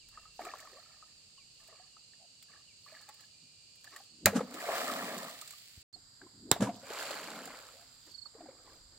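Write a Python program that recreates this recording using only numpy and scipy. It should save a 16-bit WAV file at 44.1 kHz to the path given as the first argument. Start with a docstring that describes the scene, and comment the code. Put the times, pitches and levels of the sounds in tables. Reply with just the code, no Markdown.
"""Twice a long bamboo pole beats a calm lake: a swish of eddies, a noise crack, a gulp of air pockets, then spray.
The spray rains back as bubble showers and noise ticks; drops click, and lone bubbles ring as gliding tones.
A small boat is rowed: the water is stirred into showers of bubbles and drips, with short narrow-noise gurgles.
From the wooded shore come insects as coloured noise and thin tones, and small birds as falling chirps.
All sound drops out briefly between the two blows; a faint low knock comes just before that."""
import sys
import numpy as np
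from scipy import signal
from scipy.fft import rfft, irfft, next_fast_len
from scipy.io import wavfile

SR = 44100
rng = np.random.default_rng(int(sys.argv[2]) if len(sys.argv) > 2 else 0)


def master(y):
    """Save y as 16-bit WAV."""
    cut = np.clip(np.atleast_2d(y).T, -1, 1)
    pcm = np.round(cut * 32767)  # scale
    wavfile.write(sys.argv[1], SR, pcm.astype(np.int16))


N = 396018
TIME = np.arange(N) / SR

# All colours below: relative noise density, (frequency [Hz], density [dB per Hz])
# the silence: (start [s], end [s])
SILENCE = (5.829, 5.928)
# air and insect chorus before and after the silence: colours
SHORE_BEFORE = [(18, -39.5), (30, -13.5), (110, -1.5), (384, -14), (497, -12), (928, -18.5), (2080, -18),
                (2770, -4.5), (3410, -12), (4650, 3.5), (5730, -12), (7430, -4.5), (9390, -16),
                (10400, -26.5), (15000, -30)]
SHORE_AFTER = [(18, -41), (30, -24.5), (102, 5), (176, -5.5), (267, -2), (346, -12.5), (1650, -8.5),
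               (2430, -16.5), (3410, -10.5), (4780, 4.5), (5880, -18), (7430, 1.5), (9890, -26),
               (11300, -18.5), (15000, -28.5)]
# steady breeze: (level before the silence [dB], level after [dB])
BREEZE_DB = (-96, -77.5)
# gusts on the microphone: (time of peak [s], level [dB], width [s])
GUSTS = [(.2, -68.5, .35), (1.3, -79, 0.54), (8.8, -65, 0.14)]
# thin tones of single insects: (time [s], length [s], level [dB], pitch [Hz])
INSECT_TONES = [(0, 0.46, -72, 2740), (1.4, 3.04, -77.5, 2860), (3.303, 0.67, -78.5, 2410)]
# trills of falling chirps: (time [s], chirps [count], level before panning [dB], nominal top pitch [Hz])
TRILLS = [(.71, 4, -62.5, 4650), (1.75, 4, -63, 4750), (2.03, 3, -66, 4500), (2.83, 6, -60.5, 4700),
          (4.05, 3, -63, 4690), (5.929, 1, -48, 4730), (6.999, 6, -52.5, 4700), (8.102, 1, -56, 4750),
          (8.135, 4, -47.8, 4750)]
# a bird's falling whistle: (time [s], level [dB])
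WHISTLES = [(-.005, -62), (1.368, -59), (2.665, -60)]
# chorus of far trills, one row before and one after the silence: (mean level [dB], mean top pitch [Hz])
FAR_TRILLS = [(-67, 4880), (-62.5, 5110)]
# swirls behind a blade or the pole: (time [s], length [s], level [dB], first pitch [Hz], last pitch [Hz])
GURGLES = [(0.399, .11, -56, 248.6, 561), (0.713, 0.097, -60.5, 394, 775), (1.68, 0.089, -71, 320, 646),
           (2.189, 0.082, -68.5, 733, 700), (3.41, 0.057, -68, 228, 170), (3.901, 0.063, -71, 330, 400),
           (4.389, .07, -51, 262, 240), (4.481, .13, -52, 230.5, 340), (5.942, 0.056, -67.5, 279, 320),
           (6.204, .08, -59.5, 276, 380), (6.699, .12, -63, 250, 190), (7.723, .11, -64, 500, 750),
           (8.059, 0.072, -70, 278, 378), (8.368, .16, -59.5, 334, 267)]
# stirrings of the water with bubbles and drips, near and far; several may make one stroke;
# levels before the trims in scene():
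# (time of full strength [s], hold [s], bubble level [dB], fade [dB per s], drip level [dB])
NEAR_STIRRINGS = [(.135, .05, -64.5, 110.5, -78), (.41, 0.058, -48.5, 44, -65),
                  (1.61, 0.0094, -65, 199, -72.5), (1.70, 0.063, -62.5, 109, -92),
                  (2.505, .045, -60.5, 200, -80), (2.885, .065, -57.5, 75, -71),
                  (3.092, .005, -55, 419.5, -86), (3.205, .01, -64, 299, -74), (3.85, .02, -63, 151.5, -72),
                  (3.935, .055, -55, 330, -69), (4.45, .01, -68, 200, -72)]
FAR_STIRRINGS = [(6.215, .02, -61, 150, -88.5), (6.75, .01, -61, 150, -71), (8.075, .005, -61.5, 260, -73),
                 (8.35, .15, -57.5, 45, -91.5), (8.67, .04, -55.5, 140, -77.5),
                 (8.92, 0.067, -64, 100, -92)]
# colours of the near and far wash, and of the drips
NEAR_WASH_COLOUR = [(88, -57), (150, -27.5), (248, -6.5), (399, -18), (446, -10), (684, -4), (971, -8.5),
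                    (1230, 3.5), (1450, -10), (1710, 0.5), (3000, -13), (3900, -53), (6600, -120)]
FAR_WASH_COLOUR = [(120, -27.5), (280, 2), (550, 1), (900, -2.5), (1500, -3.5), (2400, -12), (4000, -51)]
DRIP_COLOUR = [(1500, -9.5), (2500, 0.5), (4000, 6), (8000, 0.5), (10500, -7), (15500, -4)]
# single bubbles trapped by blades and falling water:
# (time [s], level before the trims in scene() [dB], first pitch [Hz], ring t60 [s])
PLOPS = [(0.174, -39.5, 1227, 0.044), (0.254, -51, 1247, 0.077), (0.393, -25.5, 726, 0.019),
         (0.405, -36, 662, .048), (0.451, -40.5, 1230, .05), (0.467, -35.5, 696, 0.046),
         (0.537, -29.5, 1080, 0.019), (0.654, -48, 1250, .055), (0.673, -44, 1110, 0.027),
         (0.77, -52.5, 1130, .064), (0.859, -58, 1290, .045), (0.9, -60, 1310, .055),
         (1.025, -47.5, 1233, 0.052), (1.379, -60.5, 1080, .068), (1.686, -50.5, 637, 0.038),
         (1.725, -56.5, 633, .068), (1.797, -53.5, 723, 0.094), (1.967, -48.5, 1240, 0.026),
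         (2.135, -54, 1770, 0.02), (2.863, -50, 1140, 0.041), (2.923, -48, 614, 0.064),
         (3.088, -49, 830, 0.091), (3.236, -58, 1660, .055), (3.874, -44.5, 1690, 0.035),
         (3.962, -42, 1800, 0.035), (4.002, -48.5, 770, 0.042), (5.421, -43.5, 1202, 0.04),
         (5.533, -53.5, 1174, .064), (5.96, -54, 715, 0.047), (6.216, -42, 1573, .019),
         (6.266, -53, 1025, .046), (7.475, -41, 740, 0.048), (7.687, -48, 1290, 0.035),
         (7.737, -51, 567, 0.065), (7.824, -53.5, 680, 0.038), (8.258, -42.5, 1190, 0.016),
         (8.35, -44, 450, 0.057), (8.406, -38.5, 680, 0.034), (8.459, -46, 736, .051),
         (8.487, -36.5, 516, 0.033)]
# single bubbles ringing during the blow and the spray, each with its own pitch glide:
# (time [s], level before the trims in scene() [dB], first pitch [Hz], ring t60 [s], pitch glide over the t60 [share])
BLOW_BUBBLES = [(4.268, -12, 567, 0.021, 0.34), (4.329, -27.5, 473, 0.086, -.23),
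                (4.391, -28.5, 1265, 0.028, -.043), (4.406, -20.5, 502, 0.037, -.064),
                (4.688, -19, 550, 0.04, 0.97), (4.734, -21.5, 563, 0.025, 1),
                (4.872, -28.5, 1240, 0.033, -0.07), (4.898, -27.5, 1255, 0.038, .1),
                (6.562, -25, 660, 0.025, .081), (6.67, -26.5, 976, 0.032, .043),
                (6.690, -25.5, 716, 0.049, -0.083), (6.8315, -40, 555, 0.061, -0.034),
                (6.904, -28, 399, 0.036, 0.86), (7.105, -24.5, 554, .026, 0.26)]
# colour of the splash that traps a bubble
SPLASH_COLOUR = [(150, -18), (400, -6), (700, 6.5), (1300, -5.5), (2000, -11), (3000, -16.5),
                 (15000, -38.5)]
# single drops, levels before the trims in drops(): (time [s], level [dB])
DROPS = [(0.087, -48.5), (0.45, -39.5), (0.5845, -47), (0.602, -42.5), (1.676, -49.5), (2.426, -45),
         (3.013, -50), (3.089, -42), (3.1422, -49), (3.207, -49), (3.7563, -52), (3.843, -44.5),
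         (3.962, -39.5), (4.541, -36.5), (4.6029, -38.5), (5.1806, -34.5), (5.229, -38.5), (5.2953, -41),
         (5.413, -35.5), (5.476, -40.5), (5.5066, -38), (5.5243, -45), (7.455, -37.5)]
# colour of a drop
DROP_COLOUR = [(300, -24), (1500, -5), (3000, -4.5), (4400, 4.5), (6000, -6), (7400, 7.5), (10000, -6.5),
               (15500, -4)]
# thrown water landing: first landing [s], length [s], then rows for deep churn, bubbles and drop ticks:
# (level [dB], attack [s], hold [s], sag in the hold [dB per s], final fade [dB per s])
NEAR_SPRAY = 4.43, 1.4, [(-46.5, 0.59, .17, 2, 129), (-37, 0.32, 0.47, 16, 86),
              (-42.5, 0.35, 0.63, 19.5, 21)]
FAR_SPRAY = 6.783, 1.35, [(-53, 0.53, .15, 4, 150), (-42.5, 0.19, 0.52, 15.5, 52),
             (-46, 0.23, 0.26, 24.5, 21.6)]
# colours of the near and far spray
NEAR_SPRAY_COLOUR = [(59, -59.5), (100, -26), (238, -1), (378, -13), (654, -4.5), (936, -8), (1230, -7.5),
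                     (1490, -10), (1840, -10), (2580, -16.5), (4460, -15.5), (6530, -23.5), (7410, -18),
                     (10600, -26), (15500, -23)]
FAR_SPRAY_COLOUR = [(59, -46.5), (100, -22.5), (287, -2), (386, -14.5), (429, -6.5), (627, -4.5),
                    (861, -7.5), (1620, -4.5), (1840, -10.5), (3460, -10.5), (4460, -7), (6000, -16.5),
                    (7410, -9), (8580, -17), (15500, -21.5)]
# the pole sweeping through the air, one curve per blow: (time [s], level [dB], eddy pitch [Hz])
SWINGS = [
    [(4.1, -72.5, 171), (4.2, -65.5, 233), (4.26, -43.5, 310)],
    [(6.33, -63.5, 175), (6.43, -58, 222.6), (6.48, -51, 290), (6.515, -44, 354)],
]
# the pole hitting the water: (time [s], crack level [dB], crack t60 [s], body level [dB], body t60 [s])
SLAPS = [(4.258, -8.5, 0.02, -21, 0.099), (6.5145, -8.5, 0.011, -29, 0.11)]
# colours of the crack and body, the near blow first, then the far one
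CRACK_COLOURS = [
    [(59, -36), (100, 4), (403, -7), (898, -27), (1840, 0.5), (3390, -24), (3930, -0.5), (5510, -12.5),
     (7250, -2.5), (10400, -14.5), (15500, -8.5)],
    [(59, -40), (100, -20.5), (682, 2.5), (2870, -14.5), (4460, -4.5), (6660, -13.5), (7560, 5.5),
     (8230, -15.5), (10600, -15), (14200, -14), (15500, -14)],
]
BODY_COLOURS = [
    [(59, -40), (100, -1.5), (386, -14.5), (552, -2), (1060, -13.5), (1310, -4.5), (2930, -15.5),
     (3120, -29.5), (3850, -19.5), (15500, -27)],
    [(59, -29), (100, -1), (477, -0.5), (879, -3), (1060, 1.5), (2220, -3.5), (2370, -17.5), (3850, -0.5),
     (4460, -11.5), (15500, -17.5)],
]
# water rushing into the furrow: (time of peak [s], level [dB], swell [s], t60 [s])
RUSHES = [(4.275, -31, 0.0021, 0.14), (4.366, -29, .011, 0.14), (6.607, -30, .001, 0.089),
          (6.624, -27.5, .004, 0.2)]
# colour of the rush
RUSH_COLOUR = [(120, -36.5), (200, 2), (371, -21), (454, -8), (957, -18.5), (1680, -20.5), (1910, -28.5),
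               (2090, -27.5), (4840, -33.5), (7350, -29), (15500, -49.5)]
# air pockets closing, and one faint low knock at 5.778 s:
# (time of envelope peak [s], level [dB], pitch [Hz], swell [s], t60 [s])
GULPS_AND_KNOCK = [(4.2568, -26, 86, 0.0016, 0.029), (4.3641, -18.5, 242, 0.0065, 0.038),
                   (4.38, -26.5, 178, 0.0029, 0.046), (5.778, -44.5, 69.5, 0.0029, 0.051),
                   (6.5187, -22.5, 130, 0.001, 0.02), (6.6061, -25, 215, 0.0042, 0.055),
                   (6.622, -16.5, 224, 0.0036, 0.03), (6.627, -28.5, 117, 0.0065, 0.13),
                   (6.685, -29.5, 270.5, .012, 0.042)]
# left-right likeness of water and shore: (frequency [Hz], coherence [0-1])
WATER_SAME = [(100, 0.99), (600, 0.88), (1400, 0.88), (3000, 0.7), (7000, .05)]
SHORE_SAME = [(100, .88), (300, 0.44), (700, 0.011), (1400, 0), (3000, 0)]
# colour difference of the two microphone ports: (frequency [Hz], left minus right [dB])
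PORTS = [(1200, 0.5), (2800, 0), (4400, -5), (5900, 2), (7400, -10), (8800, 1), (14000, -3.5)]

CHIRP_GAP_S, TONE_FADE_S = .0372, .044
PLOP_RISE = .125  # share by which a plop's pitch rises over its t60
STIR_ATTACK_S = .035  # build-up of the stirred bubbles
# drips start sooner, hold longer and fade at this share of the bubbles' rate
DRIP_LEAD_S, DRIP_LINGER_S, DRIP_FADE = .1, .05, .73
SILENT_DB = 36  # a stirring runs until its bubbles have faded by at least this much
SPRAY_BUILD = 1.48  # the spray's attack grows as this power of time


def amp(db):
    """Decibels to gain."""
    return 10 ** (np.asarray(db) / 20)


def evened(x):
    """Scales a sound so that its middle channel has rms 1."""
    middle = np.atleast_2d(x).mean(0)
    return x / np.sqrt(np.mean(middle ** 2) + 1e-20)


def read(points, hz):
    """Reads a table along a log-frequency axis."""
    f, value = np.transpose(points)
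    return np.interp(np.log(hz + 1), np.log(f + 1), value)


def add(mix, s, sound):
    """Lays a sound into the stereo mix at time s, or at the start if s is negative."""
    part = mix[:, max(round(s * SR), 0):][:, :sound.shape[-1]]
    part += sound[..., :part.shape[1]]


def follow(rows):
    """Start time, size and columns of a curve table, sample by sample."""
    s, *columns = np.transpose(rows)
    t = np.arange(round(s[0] * SR), round(s[-1] * SR)) / SR
    return s[0], len(t), [np.interp(t, s, column) for column in columns]


def envelope(t, attack, hold, fade, sag=0, build=1):
    """Gain that grows over the attack, sags through the hold, then fades; sag and fade in dB per s."""
    held = np.clip(t - attack, 0, hold)
    fading = np.maximum(t - attack - hold, 0)
    return np.clip(t / attack, 0, 1) ** build * amp(-sag * held - fade * fading)


def shaped(x, colour, same=None):
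    """Gives two channels a spectrum and, if asked, a left-right likeness per frequency."""
    size = next_fast_len(x.shape[1])
    z, hz = rfft(x, size), np.fft.rfftfreq(size, 1 / SR)
    if same:
        # blending each side with the other by this angle gives the coherence asked for
        turn = np.arcsin(np.clip(read(same, hz), -1, 1)) / 2
        z = np.cos(turn) * z + np.sin(turn) * z[::-1]
    return evened(irfft(z * amp(read(colour, hz)), size)[:, :x.shape[1]])


def noise(size, colour, same=WATER_SAME):
    """Coloured stereo noise."""
    return shaped(rng.standard_normal((2, size)), colour, same)


def band(x, lo_hz, hi_hz):
    """One band of a sound, at rms 1."""
    edges = [lo_hz, min(hi_hz, SR / 2 - 1)]
    return evened(signal.sosfilt(signal.butter(3, edges, "band", fs=SR, output="sos"), x))


def whistle(hz, width_hz):
    """Noise in a narrow resonance that follows a pitch curve."""
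    lowpass = signal.butter(2, width_hz / 2, fs=SR, output="sos")
    wander = signal.sosfilt(lowpass, rng.standard_normal((2, len(hz))))
    carrier = np.exp(2j * np.pi * np.cumsum(hz) / SR)
    return evened(((wander[0] + 1j * wander[1]) * carrier).real)


def burst(colour, swell, t60):
    """Noise that swells to a peak and dies; returns the time of the peak and the sound."""
    lead = 5 * swell
    t = np.arange(int((lead + t60) * SR)) / SR - lead
    shape = np.exp(np.minimum(t / swell, -t * np.log(1000) / t60))
    sound = noise(SR // 2, colour)[:, :len(t)] * shape
    return lead, evened(sound) * np.sqrt(np.mean(shape ** 2))


def bubble(hz, t60, glide, onset, apart_hz=2300):
    """A dying ring that glides in pitch; the higher it is, the more its phase differs between the ears."""
    t = np.arange(int(t60 * SR) + 2) / SR
    phase = 2 * np.pi * hz * t * (1 + glide * t / t60 / 2)
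    offset = rng.standard_normal() * hz / apart_hz * np.array([[.5], [-.5]])
    rise = 1 - np.exp(-t * hz / onset)  # onset in cycles
    return np.sin(phase + offset) * rise * 1000 ** (-t / t60)


def patter(size, per_s, lo_hz, hi_hz, cycles, spread_db, count=40):
    """A random shower of bubbles of many sizes, even in energy per Hz; most rise in pitch as they surface."""
    out = np.zeros((2, size))
    for hz in np.geomspace(lo_hz, hi_hz, count):
        t60 = cycles * rng.uniform(.9, 2) / hz
        ring = bubble(hz * rng.uniform(.936, 1.05), t60, rng.uniform(-.15, .53), onset=.39)
        chance, strength = rng.random((2, size))
        at = np.flatnonzero(chance < per_s / count / SR)
        sizes = hz * amp(spread_db * np.minimum(-np.log(strength[at]), 3))
        signs = (-1) ** at
        for i, gain in zip(at, sizes * signs):
            add(out, i / SR, gain * ring)
    return evened(out)


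def bounce(x, delay=.00169, share=.35):
    """One close reflection gives the water a hollow colour."""
    t = np.arange(x.shape[1]) / SR
    reflection = np.array([np.interp(t - delay, t, side, left=0) for side in x])
    return evened(x + share * reflection)


def breeze():
    """Low rumbling noise: a steady breeze with a few smooth gusts."""
    wind = amp(np.where(TIME < SILENCE[0], *BREEZE_DB))
    for s, db, width in GUSTS:
        wind = wind + amp(db) * np.exp(-((TIME - s) / width) ** 2)
    return wind * noise(N, [(15, -11), (30, -3), (70, -15), (150, -26), (600, -66.5)])


def insect_tones(width_hz=55):
    """Single insects hold thin tones, each a narrow band of noise."""
    out = np.zeros((2, N))
    for s, length, db, hz in INSECT_TONES:
        size = int(length * SR)
        ends = signal.windows.tukey(size, 2 * TONE_FADE_S / length)
        add(out, s, amp(db) * whistle(np.full(size, hz), width_hz) * ends)
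    return out


def shore(before_db=-62.66, after_db=-63.5):
    """Insects hiss in several bands of noise over soft air, with thin tones and a breeze."""
    before = amp(before_db) * noise(N, SHORE_BEFORE, SHORE_SAME)
    after = amp(after_db) * noise(N, SHORE_AFTER, SHORE_SAME)
    return np.where(TIME < SILENCE[0], before, after) + breeze() + insect_tones()


def chirp(top_hz, fall, length, overtone_db=-24):
    """A short falling note with a weak octave."""
    u = np.linspace(0, 1, int(length * SR))
    phase = 2 * np.pi * np.cumsum(top_hz * (1 - fall * u)) / SR
    return np.sin(np.pi * u) ** 2 * (np.sin(phase) + amp(overtone_db) * np.sin(2 * phase))


def birds(left_db=-9, right_db=6):
    """Trills from the right, two-note falling whistles, and fainter trills all along the shore."""
    out = np.zeros((2, N))
    for s, count, db, hz in TRILLS:
        sides = amp([[db + left_db], [db + right_db]])
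        for k in range(count):
            add(out, s + k * CHIRP_GAP_S, sides * chirp(hz * rng.uniform(.96, 1.005), .0858, .034))
    for s, db in WHISTLES:
        add(out, s, amp(db) * chirp(3200, .22, .04))
        add(out, s + .018, amp(db - 7) * chirp(2600, .19, .06))
    for s in np.arange(0, N / SR, .027):
        db, hz = FAR_TRILLS[int(s > SILENCE[0])]
        note = chirp(hz * rng.uniform(.975, 1.025), .11, .019)
        sides = amp(db + 2.2 * rng.standard_normal((2, 1)))
        add(out, s + rng.uniform(0, .0062), sides * note)
    return out


def lake(x, echo_db=-24, t60=.55):
    """A faint scatter from the hull and the ripples: a dying noise tail."""
    t = np.arange(SR // 2) / SR
    tail = noise(len(t), [(100, -4), (700, -2.5), (3000, -10.5), (15000, -18.5)])
    tail = tail * np.exp(-t * np.log(1000) / t60)
    echo = signal.oaconvolve(x, tail / np.linalg.norm(tail[0]), axes=1)[:, :N]
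    return x + amp(echo_db) * echo


def gurgles(width_hz=110):
    """Eddies gurgle: a swirl of like-sized bubbles sings a short rough glide."""
    out = np.zeros((2, N))
    for s, length, db, first_hz, last_hz in GURGLES:
        size = int(length * SR)
        glide = whistle(np.geomspace(first_hz, last_hz, size), width_hz)
        add(out, s, amp(db) * glide * signal.windows.tukey(size, .5))
    return out


def stirrings(rows, colour, bubbles_db, drips_db, smooth_db, hollow):
    """Stirred water: showers of bubbles over smooth wash noise, and a trickle of drips."""
    out = np.zeros((2, N))
    for s, hold, stir_db, fade, drip_db in rows:
        size = int((DRIP_LEAD_S + hold + DRIP_LINGER_S + SILENT_DB / fade) * SR)
        t, ends = np.arange(size) / SR, signal.windows.tukey(size, .05)
        churn = shaped(patter(size, 600, 220, 2600, cycles=27, spread_db=3), colour)
        bubbles = bounce(churn + amp(smooth_db) * noise(size, colour), share=hollow)
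        drips = shaped(patter(size, 2000, 2500, 15000, cycles=5, spread_db=4), DRIP_COLOUR)
        stir_gain = amp(stir_db + bubbles_db) * envelope(t, STIR_ATTACK_S, hold, fade, build=2)
        drip_shape = envelope(t, DRIP_LEAD_S, hold + DRIP_LINGER_S, fade * DRIP_FADE)
        add(out, s - STIR_ATTACK_S, stir_gain * bubbles * ends)
        add(out, s - DRIP_LEAD_S, amp(drip_db + drips_db) * drip_shape * drips * ends)
    return out


def drops(level_db=-7, t60=.045, click_db=2):
    """Large drops land with a sharp click and a brief fizz."""
    out = np.zeros((2, N))
    middle = SR // 200
    impulse = np.array([np.arange(2 * middle) == middle] * 2, float)
    click = shaped(impulse, DROP_COLOUR)
    click = click / abs(click).max()
    for s, db in DROPS:
        add(out, s - middle / SR, amp(db + click_db) * click)
        add(out, s, amp(db + level_db) * burst(DROP_COLOUR, .0001, t60)[1])
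    return out


def plops(rows, level_db, splash_db, splash_t60, onset):
    """Each is one ringing bubble and the small splash that traps it; rows without a glide all rise alike."""
    out = np.zeros((2, N))
    for s, db, hz, t60, *glide in rows:
        ring = bubble(hz, t60, glide[0] if glide else PLOP_RISE, onset)
        add(out, s, amp(db + level_db) * ring)
        add(out, s, amp(db + splash_db) * burst(SPLASH_COLOUR, .00052, splash_t60)[1])
    return out


def spray(landing, colour, mist_db, hollow, lag):
    """Thrown water rains back: impact ticks, small bubbles and deep churning; the left ear hears it lag s later."""
    s, length, parts = landing
    size = int(length * SR)
    t = np.arange(size) / SR
    deep, middle, high = (amp(db) * envelope(t, attack, hold, fade, sag, SPRAY_BUILD)
                          for db, attack, hold, sag, fade in parts)
    shower = patter(size, 2800, 140, 3000, cycles=13, spread_db=3.1, count=60)
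    bubbles = bounce(shaped(shower, colour), share=hollow)
    chance, strength = rng.random((2, size))
    impacts = (chance < 600 / SR) * amp(4.5 * np.minimum(-np.log(strength), 3.5))  # 600 per s on average
    splat = np.geomspace(1, .03, 90)  # decay of one impact, in samples
    splats = np.convolve(impacts, splat)[:size] * rng.standard_normal((2, size))
    ticks = shaped(splats, colour) + amp(mist_db) * noise(size, colour)
    sound = deep * band(bubbles, 85, 387)
    sound += middle * band(bubbles, 360, 2800)
    sound += high * band(ticks, 2480, 20100)
    sound[0] = np.roll(sound[0], round(lag * SR))
    out = np.zeros((2, N))
    add(out, s, sound * signal.windows.tukey(size, .02))
    return out


def pulse(hz, swell, t60):
    """A volume pulses as a swelling and dying tone; the sound is the rate of that change."""
    t = np.arange(-SR // 10, SR // 10) / SR
    shape = np.exp(np.minimum(t / swell, -t * np.log(1000) / t60))
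    volume = shape * np.sin(2 * np.pi * hz * t)
    return t[0], -np.gradient(volume, t) / (2 * np.pi * hz)


def gulps_and_knock():
    """Air pockets gulp shut as low pulses; one faint low knock is made the same way."""
    out = np.zeros((2, N))
    for s, db, hz, swell, t60 in GULPS_AND_KNOCK:
        start, sound = pulse(hz, swell, t60)
        add(out, s + start, amp(db) * sound)
    return out


def pole(swing_width_hz=170):
    """A swish of narrow noise, a crack and body of noise on the surface, then water rushing into the furrow."""
    out = np.zeros((2, N))
    for rows in SWINGS:
        s, size, (db, hz) = follow(rows)
        add(out, s, amp(db) * whistle(hz, swing_width_hz) * signal.windows.tukey(size, .1))
    for slap, crack_colour, body_colour in zip(SLAPS, CRACK_COLOURS, BODY_COLOURS):
        s, crack_db, crack_t60, body_db, body_t60 = slap
        add(out, s - .001, amp(crack_db) * burst(crack_colour, .0003, crack_t60)[1])
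        add(out, s - .001, amp(body_db) * burst(body_colour, .0014, body_t60)[1])
    for s, db, swell, t60 in RUSHES:
        lead, sound = burst(RUSH_COLOUR, swell, t60)
        add(out, s - lead, amp(db) * sound)
    return out


def scene():
    """Water sounds over the life of the shore."""
    water = pole() + gulps_and_knock() + drops() + gurgles()
    water += stirrings(NEAR_STIRRINGS, NEAR_WASH_COLOUR, bubbles_db=-2, drips_db=3.5, smooth_db=-7.5, hollow=.24)
    water += stirrings(FAR_STIRRINGS, FAR_WASH_COLOUR, bubbles_db=-5.5, drips_db=8, smooth_db=-6.5, hollow=.1)
    water += plops(PLOPS, level_db=3, splash_db=-20, splash_t60=.094, onset=1.3)
    water += plops(BLOW_BUBBLES, level_db=2, splash_db=-16.5, splash_t60=.08, onset=1.8)
    water += spray(NEAR_SPRAY, NEAR_SPRAY_COLOUR, mist_db=4.5, hollow=.3, lag=.00011)
    water += spray(FAR_SPRAY, FAR_SPRAY_COLOUR, mist_db=2.5, hollow=.073, lag=.00003)
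    return lake(water) + birds() + shore()


def record(dry, low_cut_hz=28, ceiling=.85, edge_hz=15900):
    """Two microphone ports colour the sides differently; low cut, rounded peaks, brief silence, treble limit."""
    size = next_fast_len(N)
    tilt_db = read(PORTS, np.fft.rfftfreq(size, 1 / SR)) / 2
    heard = irfft(rfft(dry, size) * amp([tilt_db, -tilt_db]), size)[:, :N]
    heard = signal.sosfilt(signal.butter(2, low_cut_hz, "high", fs=SR, output="sos"), heard)
    heard = ceiling * np.tanh(heard / ceiling)
    heard = heard * ((TIME < SILENCE[0]) | (TIME > SILENCE[1]))
    treble_limit = signal.firwin(511, edge_hz, window=("kaiser", 9), fs=SR)
    return signal.oaconvolve(heard, treble_limit[None], "same")


dry = scene()
out = record(dry)
master(out)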